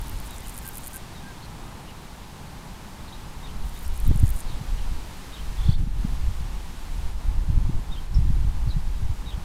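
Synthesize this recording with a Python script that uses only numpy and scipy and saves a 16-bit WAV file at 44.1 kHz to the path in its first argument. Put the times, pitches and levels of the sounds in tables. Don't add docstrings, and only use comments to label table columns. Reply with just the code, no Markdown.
import sys
import numpy as np
from scipy import signal
from scipy.fft import rfft, irfft, next_fast_len
from scipy.io import wavfile
from scipy.ndimage import uniform_filter1d, map_coordinates

SR = 44100
rng = np.random.default_rng(int(sys.argv[2]) if len(sys.argv) > 2 else 0)


def output_pcm(signal):
    pcm = np.clip(np.atleast_2d(signal).T, -1, 1) * 32767
    wavfile.write(sys.argv[1], SR, np.round(pcm).astype(np.int16))


N = 416304

# end t/s, downstroke length/s, catches, last catch level/dB, its f/Hz, rasp level/dB
LEG_STROKES = [(.0954, 0.034, 4, -19.5, 11800, -57), (.2014, .044, 5, -22, 11400, -53.5),
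               (.277, .017, 4, -25, 10400, -52), (0.382, 0.019, 2, -18.5, 10000, -52.5),
               (0.4952, .033, 4, -16, 11300, -53), (.587, 0.045, 6, -16.5, 11700, -53),
               (0.6877, 0.038, 5, -14, 12500, -50), (.7812, 0.048, 7, -13.5, 12100, -53),
               (.879, 0.048, 8, -15, 11200, -52.5), (.967, 0.035, 7, -15, 11400, -52.5),
               (3.6934, 0.014, 2, -28, 11300, -56), (3.7914, 0.026, 3, -24, 11300, -55),
               (3.879, .028, 3, -23, 11200, -53), (3.9758, .018, 3, -22, 10400, -55),
               (4.078, 0.027, 4, -19.5, 10600, -55), (4.1753, .015, 2, -20.5, 10800, -57),
               (4.3035, 0.043, 5, -15, 11300, -50.5), (4.4045, 0.042, 7, -15, 11500, -51)]
# t/s, peak level/dB, f/Hz
EDDIES = [(4.078, -21.5, 189), (4.097, -8, 71), (4.11, -14, 178), (4.16, -15, 130), (4.238, -3, 76),
          (4.233, -18.5, 189), (4.617, -24, 120), (5.692, -8, 109), (5.875, -23.5, 166),
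          (6.051, -14.5, 170), (6.291, -25, 118), (6.41, -27, 130), (7.502, -11, 50.5), (7.578, -11.5, 83),
          (7.696, -13.5, 135), (7.699, -22, 233), (8.189, -11.5, 118), (8.304, -16, 146), (8.449, -22, 139),
          (8.677, -16.5, 98), (8.769, -15.5, 114), (9.101, -16, 81), (9.38, -23.5, 126)]


def amp(db):
    return 10 ** (np.asarray(db) / 20)


def unit(x):
    return x / np.sqrt(np.mean(x ** 2) + 1e-20)


def curve(rows):
    return np.interp(np.arange(N) / SR, *np.transpose(rows))


def wobble(rate):
    return map_coordinates(rng.standard_normal(int(N * rate / SR) + 4), [np.arange(N) * rate / SR])


def filtered(x, response):
    size = next_fast_len(N + SR // 2)
    return irfft(rfft(x, size) * response(np.fft.rfftfreq(size, 1 / SR)), size)[:N]


def noise(spectrum):
    f, db = np.transpose(spectrum)
    white = rng.standard_normal(N)
    return unit(filtered(white, lambda hz: amp(np.interp(np.log(hz + 1), np.log(f), db))))


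def steadied(x, span):
    return x / np.sqrt(np.abs(uniform_filter1d(x ** 2, int(span * SR) + 1)) + 1e-6)


def add(track, s, sound):
    start = max(round(s * SR), 0)
    track[start:start + len(sound)] += sound[:max(N - start, 0)]


def meadow(murmur_db=-42.5, fade_db_per_s=0.21, waver_db=1.0):
    # f/Hz, relative level/dB
    hiss_spectrum = [(200, 1.5), (1000, -0.5), (1600, 1), (2500, -0.5), (4000, -1.5), (5500, -5),
                     (8000, -7), (10500, -9.5), (13000, -12.5), (15000, -14.5), (15800, -25)]
    murmur_spectrum = [(30, -5.5), (70, 8.5), (160, 8.5), (240, 3), (330, -1.5), (500, -7), (680, -7),
                       (850, -0.5), (1100, -5), (1400, -11), (2200, -21.5), (5000, -41)]
    # t/s, level/dB
    hiss_levels = [(0, -46), (1.9, -49.3), (3.5, -48.5), (4.8, -46.5), (5.6, -46.5), (6.4, -48), (7, -47.5),
                   (7.4, -50.3), (9.44, -49.5)]
    # t/s, half width/s, depth/dB
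    dips = [(5.76, 0.02, 6.5), (5.89, .1, 6), (7.16, 0.035, 3), (8.09, 0.033, 3)]
    t = np.arange(N) / SR
    dip_db = sum(depth * np.exp(-((t - s) / width) ** 2) for s, width, depth in dips)
    hiss = amp(curve(hiss_levels)) * noise(hiss_spectrum)
    murmur = amp(murmur_db - fade_db_per_s * t + waver_db * wobble(4.9)) * noise(murmur_spectrum)
    return amp(-dip_db) * (hiss + murmur)


def gust(arrival, hold, rise_s=0.05, fall_s=0.06):
    t = np.arange(N) / SR
    return np.exp(np.minimum(t - arrival, 0) / rise_s - np.maximum(t - arrival - hold, 0) / fall_s)


def wind(flutter_power=1.96, buffet_lumps_db=2.0, flutter_lumps_db=4.0, wake_db=-13, wake_s=0.02):
    # t/s, level/dB
    breeze = [(0, -35.5), (1.2, -42), (2.9, -44.5), (3.6, -33.5), (5.2, -37.5), (6.8, -32), (9.44, -30)]
    # arrival t/s, hold/s, buffet level/dB, flutter level/dB
    gusts = [(0, 0.22, -31.5, -40.5), (3.585, 0.063, -24.5, -48), (3.88, 0.047, -24, -43),
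             (4.05, 0.083, -17.5, -33), (4.216, 0.071, -15.5, -30), (4.474, 0.053, -26.5, -41),
             (4.686, 0.27, -24, -43.5), (5.436, 0.12, -28.5, -39.5), (5.629, 0.19, -18, -28.5),
             (5.91, 0.41, -22.5, -30.5), (6.27, 0.3, -25, -37.5), (6.94, 0.22, -26.5, -46),
             (7.268, 0.16, -23.5, -38), (7.502, 0.26, -20.5, -29), (7.924, .05, -24, -36.5),
             (8.147, 0.33, -18.5, -27), (8.524, 0.32, -22.5, -37), (8.88, 0.23, -22, -34),
             (9.28, .12, -31, -48)]
    # f/Hz, relative level/dB
    buffet_spectrum = [(10, 0.5), (18, 3.5), (30, 0), (50, -3), (75, -10), (120, -30.5), (200, -35.5),
                       (400, -87)]
    flutter_spectrum = [(35, 0), (65, 3.5), (100, 1.5), (150, -7), (210, -18.5), (300, -23), (400, -32),
                        (600, -57), (1200, -90)]
    push, shake = amp(curve(breeze)), np.zeros(N)
    for arrival, hold, buffet_db, flutter_db in gusts:
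        strength = gust(arrival, hold)
        push = np.maximum(push, amp(buffet_db) * strength)
        shake = np.maximum(shake, amp(flutter_db) * strength ** flutter_power)
    t = np.arange(N) / SR
    for s, db, _ in EDDIES:
        wake = amp(db + wake_db) * np.exp(-((t - s) / wake_s) ** 2)
        shake = np.maximum(shake, wake)
    lumps = wobble(22)
    buffet = push * amp(buffet_lumps_db * lumps) * steadied(noise(buffet_spectrum), span=0.128)
    flutter = shake * amp(flutter_lumps_db * lumps) * steadied(noise(flutter_spectrum), span=0.054)
    return buffet + flutter


def peg_catches(slowing=1.2, swell_db_per_s=227, sharpen_hz_per_s=52000,
                jitter_s=0.0005, scatter_db=2.2, turn_hz=10500):
    # t/s, level/dB
    turn_ticks = [(0.016, -21), (.1161, -29.5), (.3076, -20), (.4056, -23), (.5031, -24.5), (.9774, -22),
                  (3.8085, -28.5), (4.0014, -19.5), (4.1951, -21), (4.1998, -18), (4.4106, -21)]
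    catches = [(s, db, turn_hz) for s, db in turn_ticks]
    for end, length, number, db, hz, _ in LEG_STROKES:
        leads = length * (1 - np.linspace(0, 1, number) ** slowing)
        for lead, (timing, size) in zip(leads, rng.standard_normal((len(leads), 2))):
            loose = lead > 0
            catches.append((end - lead + loose * jitter_s * timing,
                            db - swell_db_per_s * lead + loose * scatter_db * size,
                            hz - sharpen_hz_per_s * lead))
    return catches


def peg_strikes(slip_gap_s=0.0012, slip_db=-2.5, hard_db=-13.5, softness=0.56, cycles=0.69, count=4):
    strikes = np.zeros(N)
    t = np.arange(-12, 13) / SR
    for s, db, hz in peg_catches():
        timing, size, detunes = rng.standard_normal((3, count))
        gaps = slip_gap_s * np.exp(0.22 * timing)
        fade_db = slip_db - softness * max(hard_db - db, 0)
        slips = amp(fade_db * np.arange(count) ** 1.5 + 3 * size)
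        slips /= np.linalg.norm(slips)
        for at, slip, detune in zip(s + np.cumsum(gaps) - gaps[0], slips, detunes):
            turns = t * hz * np.exp(0.08 * detune - 0.07)
            snap = np.cos(2 * np.pi * turns) * np.exp(-0.5 * (turns / cycles) ** 2)
            add(strikes, at, amp(db) * slip * snap / np.linalg.norm(snap))
    return strikes


def leg_rasp(pegs_per_s=1600, lift_db=-4, press_db=-1.0, lift_hz=13000, press_hz=8000, spread_hz=4500,
             lift_lead_s=0.021, press_lead_s=0.0052):
    t = np.arange(N) / SR
    rasp = np.zeros(N)
    for lead, width, level_db, centre_hz in [(lift_lead_s, 0.012, lift_db, lift_hz),
                                             (press_lead_s, 0.033, press_db, press_hz)]:
        force = sum(amp(db + level_db) * np.exp(-((t - end + length + lead) / width) ** 2)
                    for end, length, *_, db in LEG_STROKES)
        ticks = rng.standard_normal(N) * (rng.random(N) < pegs_per_s / SR)
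        rasp += force * unit(filtered(ticks, lambda hz: np.exp(-((hz - centre_hz) / spread_hz) ** 2 / 2)))
    return rasp


def tick_ring(low_hz=5950, size=2048):
    # f/Hz, width/Hz, relative level/dB
    peaks = [(6660, 1400, -1), (8030, 320, -5), (8700, 350, -2), (9100, 250, -8.5), (9600, 300, -3.5),
             (10070, 320, -0.5), (11000, 160, -1), (11800, 340, -1.5), (12500, 280, -13), (13500, 280, 5.5),
             (14300, 490, 6.5), (14900, 220, 2), (15550, 350, -4)]
    hz = np.fft.rfftfreq(size, 1 / SR)
    power = sum(amp(db) ** 2 / (1 + (2 * (hz - centre) / width) ** 2) for centre, width, db in peaks)
    gain = np.sqrt(power) / (1 + (low_hz / (hz + 1)) ** 10)
    cepstrum = irfft(np.log(gain / gain.max() + 0.0014))[:size // 2]
    ring = irfft(np.exp(rfft(np.r_[0, 2 * cepstrum[1:]], size)))
    return ring / np.linalg.norm(ring)


def grasshopper():
    return signal.fftconvolve(peg_strikes() + leg_rasp(), tick_ring())[:N]


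def whistle(length, start_hz, end_hz, rough, arch_rate=2.0):
    u = np.linspace(0, 1, int(length * SR))
    waver = 0.075 * rough * map_coordinates(rng.standard_normal(100), [u * length * 550])
    arch = arch_rate * length * (np.sin(np.pi * u) - 0.5)
    pitch = (start_hz + (end_hz - start_hz) * u) * (1 + arch + waver)
    return np.sqrt(np.abs(np.sin(np.pi * u))) * np.sin(2 * np.pi * np.cumsum(pitch) / SR)


def bird_calls():
    # t/s, length/s, start f/Hz, end f/Hz, level/dB, roughness
    notes = [(0.283, .085, 3650, 3420, -52.5, .5), (0.438, .03, 3000, 2880, -49.5, .3),
             (1.42, .047, 4400, 4080, -51, 0.83), (1.868, .046, 2950, 2580, -50, .5),
             (3.075, .02, 4400, 3700, -49, .7), (3.12, .032, 3550, 3930, -43.5, .4),
             (3.745, .053, 3450, 3700, -51, .66), (3.846, .022, 5800, 4870, -49, .7),
             (4.775, .04, 3000, 2750, -50, .4), (8.143, 0.012, 5400, 5120, -38, 0.9),
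             (8.684, .028, 4300, 4700, -49.5, 1.1), (8.699, .035, 4020, 3830, -41.5, 0.24)]
    # t/s, length/s, f/Hz, level/dB
    far_calls = [(.635, .07, 1560, -50), (.93, 0.043, 1540, -48), (1.228, 0.097, 1590, -48.5)]
    # t/s, f/Hz, level/dB, roughness
    chirrups = [(1.145, 3750, -52, 0.34), (3.425, 3680, -48, 0.54), (4.05, 3750, -52, 0.6),
                (4.47, 3990, -48.5, 0.9), (5.32, 3604, -45.5, 0.35), (7.908, 3590, -44, 0.15),
                (9.258, 3740, -44, 0.53)]
    # delay/s, length/s, start and end pitch ratios, relative level/dB, added roughness
    parts = [(0, .048, 1.02, 0.93, -0.5, 0.029), (.044, .012, 1.12, 0.77, -0.24, 0.23),
             (.058, .032, .8, .91, -1.9, 0.25)]
    song = np.zeros(N)
    for s, length, start_hz, end_hz, db, rough in notes:
        add(song, s, amp(db) * whistle(length, start_hz, end_hz, rough))
    for s, length, hz, db in far_calls:
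        add(song, s, amp(db) * whistle(length, hz, hz, rough=0.32, arch_rate=0.23))
    for s, hz, db, rough in chirrups:
        for delay, length, first, last, part_db, harsher in parts:
            add(song, s + delay, amp(db + part_db) * whistle(length, first * hz, last * hz, rough + harsher))
    return song


def bird_trill(peak_s=5.70, low_db=-40, high_db=-42, low_db_per_s=20, high_db_per_s=130,
               high_lag_s=0.0097, count=7):
    # t/s, syllable period/s, low voice from and to f/Hz, high voice from and to f/Hz
    trill = (5.583, .0255, 3200, 3650, 3800, 4600)
    start, period, low_from, low_to, high_from, high_to = trill
    song = np.zeros(N)
    for s in start + period * np.arange(count):
        low = whistle(0.52 * period, low_from, low_to, rough=0.19)
        high = whistle(0.57 * period, high_from, high_to, rough=0.53)
        add(song, s, amp(low_db - low_db_per_s * abs(s - peak_s)) * low)
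        add(song, s + high_lag_s, amp(high_db - high_db_per_s * abs(s - peak_s)) * high)
    return song


def distant_birds(echo_db=-5.5, echo_t60=0.12):
    song = bird_calls() + bird_trill()
    t = np.arange(SR // 2) / SR
    tail = rng.standard_normal(len(t)) * amp(-60 * t / echo_t60)
    return song + amp(echo_db) * signal.fftconvolve(song, tail / np.linalg.norm(tail))[:N]


def eddy_thumps(cycles=0.41):
    track = np.zeros(N)
    t = np.arange(-SR // 30, SR // 30) / SR
    for s, db, hz in EDDIES:
        swing = np.cos(2 * np.pi * hz * t) * np.exp(-0.5 * (hz * t / cycles) ** 2)
        add(track, s + t[0], amp(db) * swing)
    return track


def gust_knock(at_s=4.114, db=-8, rise_s=0.00028, recovery_s=0.005):
    track = np.zeros(N)
    t = np.arange(-SR // 100, SR // 20) / SR
    drop = -0.5 * (1 + np.tanh(0.5 * t / rise_s))
    add(track, at_s + t[0], amp(db) * drop * np.exp(-np.maximum(t, 0) / recovery_s))
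    return track


def scene():
    return (grasshopper() + distant_birds() + meadow() + wind() + eddy_thumps() + gust_knock())[None]


def record(dry, top_hz=15850):
    return filtered(dry[0], lambda hz: hz < top_hz)[None]


dry = scene()
out = record(dry)
output_pcm(out)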